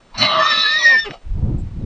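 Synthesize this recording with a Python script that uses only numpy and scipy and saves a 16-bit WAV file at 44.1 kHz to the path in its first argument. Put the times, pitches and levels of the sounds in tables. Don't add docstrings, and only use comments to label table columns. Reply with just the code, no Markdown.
import sys
import numpy as np
from scipy import signal
from scipy.fft import rfft, irfft
from scipy.io import wavfile
from scipy.ndimage import uniform_filter1d

SR = 44100
rng = np.random.default_rng(int(sys.argv[2]) if len(sys.argv) > 2 else 0)


def persist_wave(psi):
    counts = np.round(np.clip(psi, -1, 1) * 32767).astype(np.int16)
    wavfile.write(sys.argv[1], SR, np.atleast_2d(counts).T)


N = 81585
T = np.arange(N) / SR
HZ = np.fft.rfftfreq(N, 1 / SR)


def amp(db):
    return 10 ** (np.asarray(db) / 20)


def unit(x):
    return x / np.sqrt(np.mean(abs(x) ** 2) + 1e-20)


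def follow(table):
    times, *columns = np.transpose(table)
    return [np.interp(T, times, column) for column in columns]


def during(table, edge_s):
    return np.clip(1 + (T - table[0][0]) / edge_s, 0, 1) * np.clip(1 + (table[-1][0] - T) / edge_s, 0, 1)


def arch(start_s, length_s):
    return np.sqrt(abs(np.sin(np.pi * np.clip((T - start_s) / length_s, 0, 1))))


def crossfade(before, after, mid_s, length_s):
    share = np.clip(.5 + (T - mid_s) / length_s, 0, 1)
    return (1 - share) * before + share * after


def coloured(x, colour):
    hz, db = np.transpose(colour)
    return unit(irfft(rfft(x) * amp(np.interp(np.log(HZ + 1), np.log(hz), db)), N))


def wander(rate_hz):
    return unit(irfft(rfft(rng.standard_normal(N)) / (1 + (HZ / rate_hz) ** 4), N))


def phase(hz):
    return 2 * np.pi * np.cumsum(hz) / SR


def resonate(x, hz, width_hz):
    carrier = np.exp(1j * phase(hz))
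    pole = np.exp(-np.pi * width_hz / SR)
    baseband = signal.lfilter([(1 - pole) ** 2], [1, -2 * pole, pole * pole], x / carrier)
    return unit((carrier * baseband).real)


# frequency in Hz, relative level in dB.
AIR_COLOUR = [(59, -31.5), (100, -16), (213, -15), (772, -21), (833, -19.5), (1060, -23), (1130, -22),
              (1580, -26), (1810, -26), (3930, -31), (9210, -43.5), (12000, -66), (20300, -120)]


def still_air(level_db=-52.5):
    return amp(level_db) * coloured(rng.standard_normal(N), AIR_COLOUR)


def bird(start_s=1.578, length_s=.042, hz=7650, level_db=-58.5):
    tone = resonate(rng.standard_normal(N), np.full(N, hz), width_hz=700)
    return amp(level_db) * arch(start_s, length_s) * tone


# time in seconds, level in dB.
RUMBLE_DB = [(0, -51), (.1, -62), (.155, -34), (.21, -58), (.86, -50), (1.0, -52), (1.07, -35),
             (1.13, -53.5), (1.24, -37), (1.295, -21.5), (1.375, -17), (1.41, -21.5), (1.44, -12.5),
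             (1.48, -21), (1.54, -16), (1.62, -24.5), (1.68, -23.5), (1.72, -28.5), (1.79, -25.5),
             (1.85, -21)]
ROAR_DB = [(1.3, -65), (1.38, -39), (1.45, -36), (1.54, -40), (1.62, -54), (1.76, -66), (1.835, -48)]
# time in seconds, low-pass corner in Hz.
RUMBLE_CORNER_HZ = [(1.2, 30.3), (1.35, 62.5), (1.45, 145), (1.55, 157), (1.66, 98.4), (1.75, 108),
                    (1.85, 190)]
# frequency in Hz, relative level in dB.
ROAR_COLOUR = [(60, -33), (300, 10.5), (550, -1.5), (900, -7), (1400, -20), (2500, -46.5), (6000, -52.5)]
# start in seconds, length in seconds, gain in dB.
LULLS = [(1.392, .03, -7), (1.69, .022, -12)]


def wind(low_cut_hz=20.75, lowpass_order=3.05, flutter_octaves=.083, lump_db=.5):
    corner_octave = np.log2(follow(RUMBLE_CORNER_HZ)[0]) + flutter_octaves * wander(40)
    eddies = rfft(rng.standard_normal(N)) * HZ / np.hypot(HZ, low_cut_hz)
    rumble = np.zeros(N)
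    for octave in range(3, 11):
        lowpassed = unit(irfft(eddies / np.hypot(1, (HZ / 2 ** octave) ** lowpass_order), N))
        rumble += np.maximum(1 - abs(corner_octave - octave), 0) * lowpassed
    rumble *= amp(follow(RUMBLE_DB)[0])
    roar = coloured(rng.standard_normal(N), ROAR_COLOUR) * amp(follow(ROAR_DB)[0]) * during(ROAR_DB, .1)
    lull_db = sum(db * arch(start_s, length_s) for start_s, length_s, db in LULLS)
    return (rumble + roar) * amp(lull_db + lump_db * wander(28.44))


# start in seconds, length in seconds, pitch in Hz, glide in octaves per second, level in dB.
GRUNTS = [(.174, .1, 122, .2, -26.5), (.265, .075, 370, 2, -40), (.32, .12, 170, .2, -35),
          (.905, .085, 325, -11.5, -39), (1.098, .026, 150, -2, -31.5)]


def grunt(start_s, length_s, hz, octaves_per_s, level_db, jitter=.13, shimmer=.062):
    glide_hz = hz * 2 ** (octaves_per_s * np.clip(T - start_s, 0, length_s))
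    angle = phase(glide_hz * (1 + jitter * wander(hz)))
    tone = np.sin(angle) + np.sin(2 * angle) + amp(-29.5) * np.sin(3 * angle)
    return amp(level_db) * arch(start_s, length_s) * unit(tone * (1 + shimmer * wander(hz)))


def puff(start_s, level_db, decay_s, colour, rise_s=.0007):
    envelope = np.clip((T - start_s) / rise_s, 0, 1) * np.exp(-abs(T - start_s) / decay_s)
    return amp(level_db) * envelope * coloured(rng.standard_normal(N), colour)


# start in seconds, level in dB, decay in seconds.
SNAPS = [(1.101, -31, .003), (1.1083, -22.5, .004)]
# frequency in Hz, relative level in dB.
SPRAY_COLOUR = [(1500, -27.5), (2100, -2), (2700, 1), (3600, -21), (4450, -7), (5200, -0.5), (5900, 7.5),
                (6600, -13.5), (7700, -12), (9300, -30), (11000, -56.5)]
SNAP_COLOUR = [(40, -8), (200, 4), (550, 7), (850, -10), (1250, -2), (2000, 1), (2900, 0), (3800, 1.5),
               (4400, -18), (5700, -9), (6600, -36), (10000, -59)]


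def throat_puffs():
    spray = puff(start_s=.179, level_db=-29.5, decay_s=.054, colour=SPRAY_COLOUR)
    return spray + sum(puff(*row, SNAP_COLOUR) for row in SNAPS)


def slaps(rate_hz, jitter=.2, spread_db=1.8):
    cycles = np.floor(phase(rate_hz * (1 + jitter * wander(rate_hz))) / (2 * np.pi))
    return unit(np.diff(cycles, prepend=0) * amp(spread_db * rng.standard_normal(N)))


# time in seconds, centre in Hz, level in dB.
HOLLOW_RING = [(.2, 662, -48), (.24, 660, -28.5), (.3, 669, -43), (.45, 631, -41.5), (.53, 562, -37),
               (.6, 580, -39.5), (.66, 560, -56.5), (.72, 612, -40), (.8, 618, -43), (.86, 593.6, -34.5),
               (.93, 553, -38.5)]
LOW_RING = [(.135, 957, -52), (.15, 965, -31.5), (.175, 1167, -49), (.2, 1270, -28), (.24, 1168, -25.5),
            (.335, 1201, -21.5), (.391, 1149, -12), (.42, 1180, -15), (.445, 1182, -16.5),
            (.48, 1247, -18.5), (0.549, 1194, -29), (.7, 1183, -36.5), (.79, 1082, -47.5), (.819, 980, -33),
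            (.86, 926, -56), (.91, 838, -33), (.96, 703, -50.5), (1.01, 712, -69.5), (1.1, 706, -51),
            (1.14, 686, -34), (1.19, 685, -59.5)]
MID_RING = [(.26, 3163, -48), (.3, 3080, -25), (.335, 3050, -24), (.37, 2814, -33), (.5, 3060, -40.5),
            (1.03, 3524, -62.5), (1.05, 3380, -40), (1.066, 2790, -33), (1.085, 2560, -46),
            (1.1, 2325, -66)]
HIGH_RING = [(.165, 4560, -57), (0.183, 4200, -24.5), (0.211, 4340, -20), (0.221, 4000, -15.5),
             (0.256, 4044, -18), (0.276, 4000, -22), (0.341, 3754, -28.5), (.43, 3890, -31.5),
             (0.472, 3860, -26.5), (0.549, 3835, -20.5), (0.603, 3897, -16.5), (.67, 4030, -20),
             (.76, 3980, -29.5), (.84, 4270, -30.5), (.95, 3970, -43.5), (1.02, 3530, -67)]


def throat_rings(flows):
    growl, buzz = slaps(rate_hz=128), slaps(rate_hz=225)
    rings = [(HOLLOW_RING, 46, growl, .85), (LOW_RING, 175, growl, .85),
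             (MID_RING, 320, buzz, .7), (HIGH_RING, 380, buzz, .7)]
    out = np.zeros(N)
    for flow, (ring, width_hz, kicks, kick_share) in zip(flows, rings):
        hz, db = follow(ring)
        drive = np.sqrt(1 - kick_share) * unit(flow) + np.sqrt(kick_share) * kicks
        out += resonate(drive, hz, width_hz) * amp(db) * during(ring, .048)
    return out


# time in seconds, level in dB.
HISS_DB = [(.13, -65), (.15, -37.5), (.175, -35), (.184, -29), (.205, -24.5), (.225, -15), (.255, -18.5),
           (.28, -26), (.335, -23.5), (.4, -27.5), (.46, -26.5), (.53, -25), (.62, -31), (.72, -30),
           (.8, -34.5), (.87, -28.5), (.95, -33), (.985, -30), (1.02, -41), (1.04, -42), (1.055, -28),
           (1.095, -44.5), (1.122, -43), (1.138, -37), (1.17, -52), (1.2, -74)]
# frequency in Hz, relative level in dB.
BURST_COLOUR = [(40, -33), (200, 9), (450, -13.5), (640, 4.5), (850, 9.5), (1250, -0.5), (1550, 4),
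                (1900, 3), (2110, 10), (2400, -1.5), (2750, 7.5), (3500, -2.5), (4100, 9.5), (4600, -5),
                (5200, -6.5), (5850, -8), (6600, -30), (7600, -31), (9300, -49), (11000, -57.5)]
HELD_COLOUR = [(40, -17.5), (250, -2.5), (470, -13), (620, -9.5), (900, -5.5), (1200, -3), (1480, -11),
               (1950, 3), (2150, 5), (2400, 6.5), (3100, 0), (3400, -7), (4000, -5.5), (4600, 1.5),
               (5500, -7), (6400, -10.5), (7400, -29.5), (8800, -41.5), (11000, -70)]
RELEASE_COLOUR = [(40, -16), (250, -15), (550, -1), (900, -15), (1250, 15.5), (1550, -13.5), (2050, 2),
                  (2800, 4.5), (3900, -3.5), (4600, -4), (5500, -5.5), (6500, -21), (7500, -17),
                  (9000, -52), (11000, -64)]


def throat_hiss(flow, patch_db=4):
    spectrogram = signal.stft(flow, nperseg=1024, noverlap=768)[2]
    patches = uniform_filter1d(rng.standard_normal(spectrogram.shape), size=3, axis=0)
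    patches = unit(uniform_filter1d(patches, size=12, axis=1))
    air = signal.istft(spectrogram * amp(patch_db * patches), nperseg=1024, noverlap=768)[1][:N]
    hiss = crossfade(coloured(air, BURST_COLOUR), coloured(air, HELD_COLOUR), mid_s=.393, length_s=.015)
    hiss = crossfade(hiss, coloured(air, RELEASE_COLOUR), mid_s=1.03, length_s=.019)
    return hiss * amp(follow(HISS_DB)[0]) * during(HISS_DB, .02)


def rasp(flap_hz=174, jitter=.3, depth=.45, decay_cycles=.35):
    cycle = phase(flap_hz * (1 + jitter * wander(flap_hz))) / (2 * np.pi) % 1
    opening = 1 - depth + depth * np.exp(-cycle / decay_cycles)
    flows = opening * rng.standard_normal((5, N))
    return throat_hiss(flows[0]) + throat_rings(flows[1:])


ROUGHNESS_HZ = 171.3
# time in seconds, pitch in Hz, level in dB, jitter as a fraction of pitch.
VOICE = [(.205, 595.4, -40, 0.018), (.23, 614.5, -27, 0.015), (.315, 619, -30, 0.041),
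         (.365, 644.4, -21.5, 0.013), (.405, 636, -18, 0.0057), (.425, 625, -27, 0.044),
         (.5, 648.3, -23, 0.023), (.57, 649, -19.5, 0.0087), (.64, 642.7, -23.5, 0.0041),
         (.71, 629.3, -23, 0.0079), (.78, 619.2, -28, 0.0081), (.83, 566, -26.5, 0.024),
         (.88, 584, -41, 0.023), (.915, 551.3, -24.5, 0.016), (.955, 510.7, -23, 0.0076),
         (.99, 496.6, -80, 0.029), (1.04, 445.4, -59, 0.023), (1.06, 417, -33.5, 0.0354),
         (1.078, 415.4, -27.5, 0.022), (1.095, 343, -35.5, 0.2)]
# time in seconds, pressing of the vocal folds from 0 to 1.
FOLD_PRESS = [(.41, 0), (.47, 0.73), (.57, 0.87), (.8, 1), (.86, 0.6), (.95, 0.51), (1.06, 0)]
# harmonic number, gain in dB when slack, gain in dB when pressed.
VOICE_HARMONICS = [(1, 3, -23.5), (2, -5.5, -3), (3, -12.5, -31.5), (4, -21, -4), (5, -7.5, -21),
                   (6, -37.5, 6), (7, -24, -11.5), (8, -29, -8), (10, -43.5, -29)]


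def voice(shimmer=.062):
    hz, db, jitter = follow(VOICE)
    press = follow(FOLD_PRESS)[0]
    angle = phase(hz * (1 + jitter * wander(ROUGHNESS_HZ)))
    tone = np.zeros(N)
    for k, slack_db, pressed_db in VOICE_HARMONICS:
        gain = amp(slack_db + (pressed_db - slack_db) * press)
        tone += gain * np.sin(k * angle) * (1 + shimmer * wander(ROUGHNESS_HZ))
    return tone * amp(db) * during(VOICE, .023), angle


# time in seconds, pitch in Hz, levels of harmonics 1, 2 and 3 in dB.
WHISTLE = [(.392, 1725, -31, -47, -40), (.414, 1765, -14.5, -35, -37.5), (.436, 1762, -28, -33, -33.5),
           (.456, 1818, -19, -30, -32.5), (.485, 1850, -26, -21.5, -37), (.52, 1770, -16.5, -26, -22),
           (.55, 1748, -24.5, -34, -54), (.622, 1783, -30, -26.5, -30), (.66, 1708, -15, -34, -54.5),
           (.7, 1802, -21, -28.5, -40), (.74, 1815, -17, -39, -30.5), (.768, 1869, -15.5, -23, -42.5),
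           (.806, 1906, -25, -31.5, -34.5), (.838, 1913, -15.5, -27.5, -31), (.858, 1858, -7.5, -29, -31),
           (.9, 1851, -10, -23.5, -32), (.952, 1793, -10.5, -45, -33), (.974, 1783, -13.5, -40, -36.5),
           (.997, 1801, -16.5, -28.5, -24), (1.014, 1811, -26.5, -25.5, -38.5),
           (1.035, 1783, -30, -29, -35), (1.052, 1740, -34, -45, -57), (1.068, 1565, -41, -55, -65)]
# time in seconds, levels of the three side tones in dB relative to the whistle.
SIDE_TONES_DB = [(.4, -26, -34, -40), (.6, -26, -26, -30), (.67, -30, -27, -40), (.8, -32, -36, -22),
                 (.86, -25, -42, -22), (.905, -17.5, -27, -38), (.955, -14, -32, -38),
                 (.985, -26, -42, -42), (1.03, -34, -42, -42)]
# time in seconds, depth as a fraction.
PARTIAL_FLUTTER = [(.4, .25), (.52, .25), (.75, .5), (.93, .42), (.98, .1), (1.04, .1), (1.06, .6)]


def whistle(voice_angle, jitter=.003, shimmer=.06, waver=.0028, waver_hz=35.5, flutter_hz=110):
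    hz, first_db, second_db, third_db = follow(WHISTLE)
    angle = phase(hz * (1 + jitter * wander(ROUGHNESS_HZ) + waver * wander(waver_hz)))
    overtones = [(2 * angle, second_db), (3 * angle, third_db), (4 * angle, third_db - 27)]
    side_angles = (angle + voice_angle, angle - 2 * voice_angle, 3 * angle - voice_angle)
    side_tones = [(side, first_db + db) for side, db in zip(side_angles, follow(SIDE_TONES_DB))]
    depth = follow(PARTIAL_FLUTTER)[0]
    tone = amp(first_db) * np.sin(angle)
    for partial_angle, db in overtones + side_tones:
        flutter = 1 + depth * (wander(flutter_hz) + 1j * wander(flutter_hz))
        tone += amp(db) * (flutter * np.exp(1j * partial_angle)).imag
    return np.sqrt(2) * tone * (1 + shimmer * wander(ROUGHNESS_HZ)) * during(WHISTLE, .018)


def horse():
    voiced, voice_angle = voice()
    return voiced + whistle(voice_angle) + rasp() + throat_puffs() + sum(grunt(*row) for row in GRUNTS)


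def field(x, echo_db=-21, t60_s=.09, low_cut_hz=1300, port_delay_s=1.3e-5):
    t = T[:SR // 3]
    taps = rng.standard_normal(len(t)) * (rng.random(len(t)) < .05)
    taps *= (t > .003) * amp(-60 * t / t60_s)
    highpass = signal.butter(2, low_cut_hz, "high", fs=SR, output="sos")
    taps = signal.sosfilt(highpass, taps / np.linalg.norm(taps))
    left = x + amp(echo_db) * signal.fftconvolve(x, taps)[:N]
    right = irfft(rfft(left) * np.exp(-2j * np.pi * HZ * port_delay_s), N)
    return np.array([left, right])


def scene():
    return field(horse() + bird() + wind() + still_air())


def record(dry, cutoff_hz=9400, fade_s=.004):
    fade = np.clip(np.minimum(T, T[-1] - T) / fade_s, 0, 1)
    lowpass = signal.firwin(255, cutoff_hz, window=("kaiser", 9), fs=SR)
    return signal.oaconvolve(dry * fade, lowpass[None], "same")


dry = scene()
out = record(dry)
persist_wave(out)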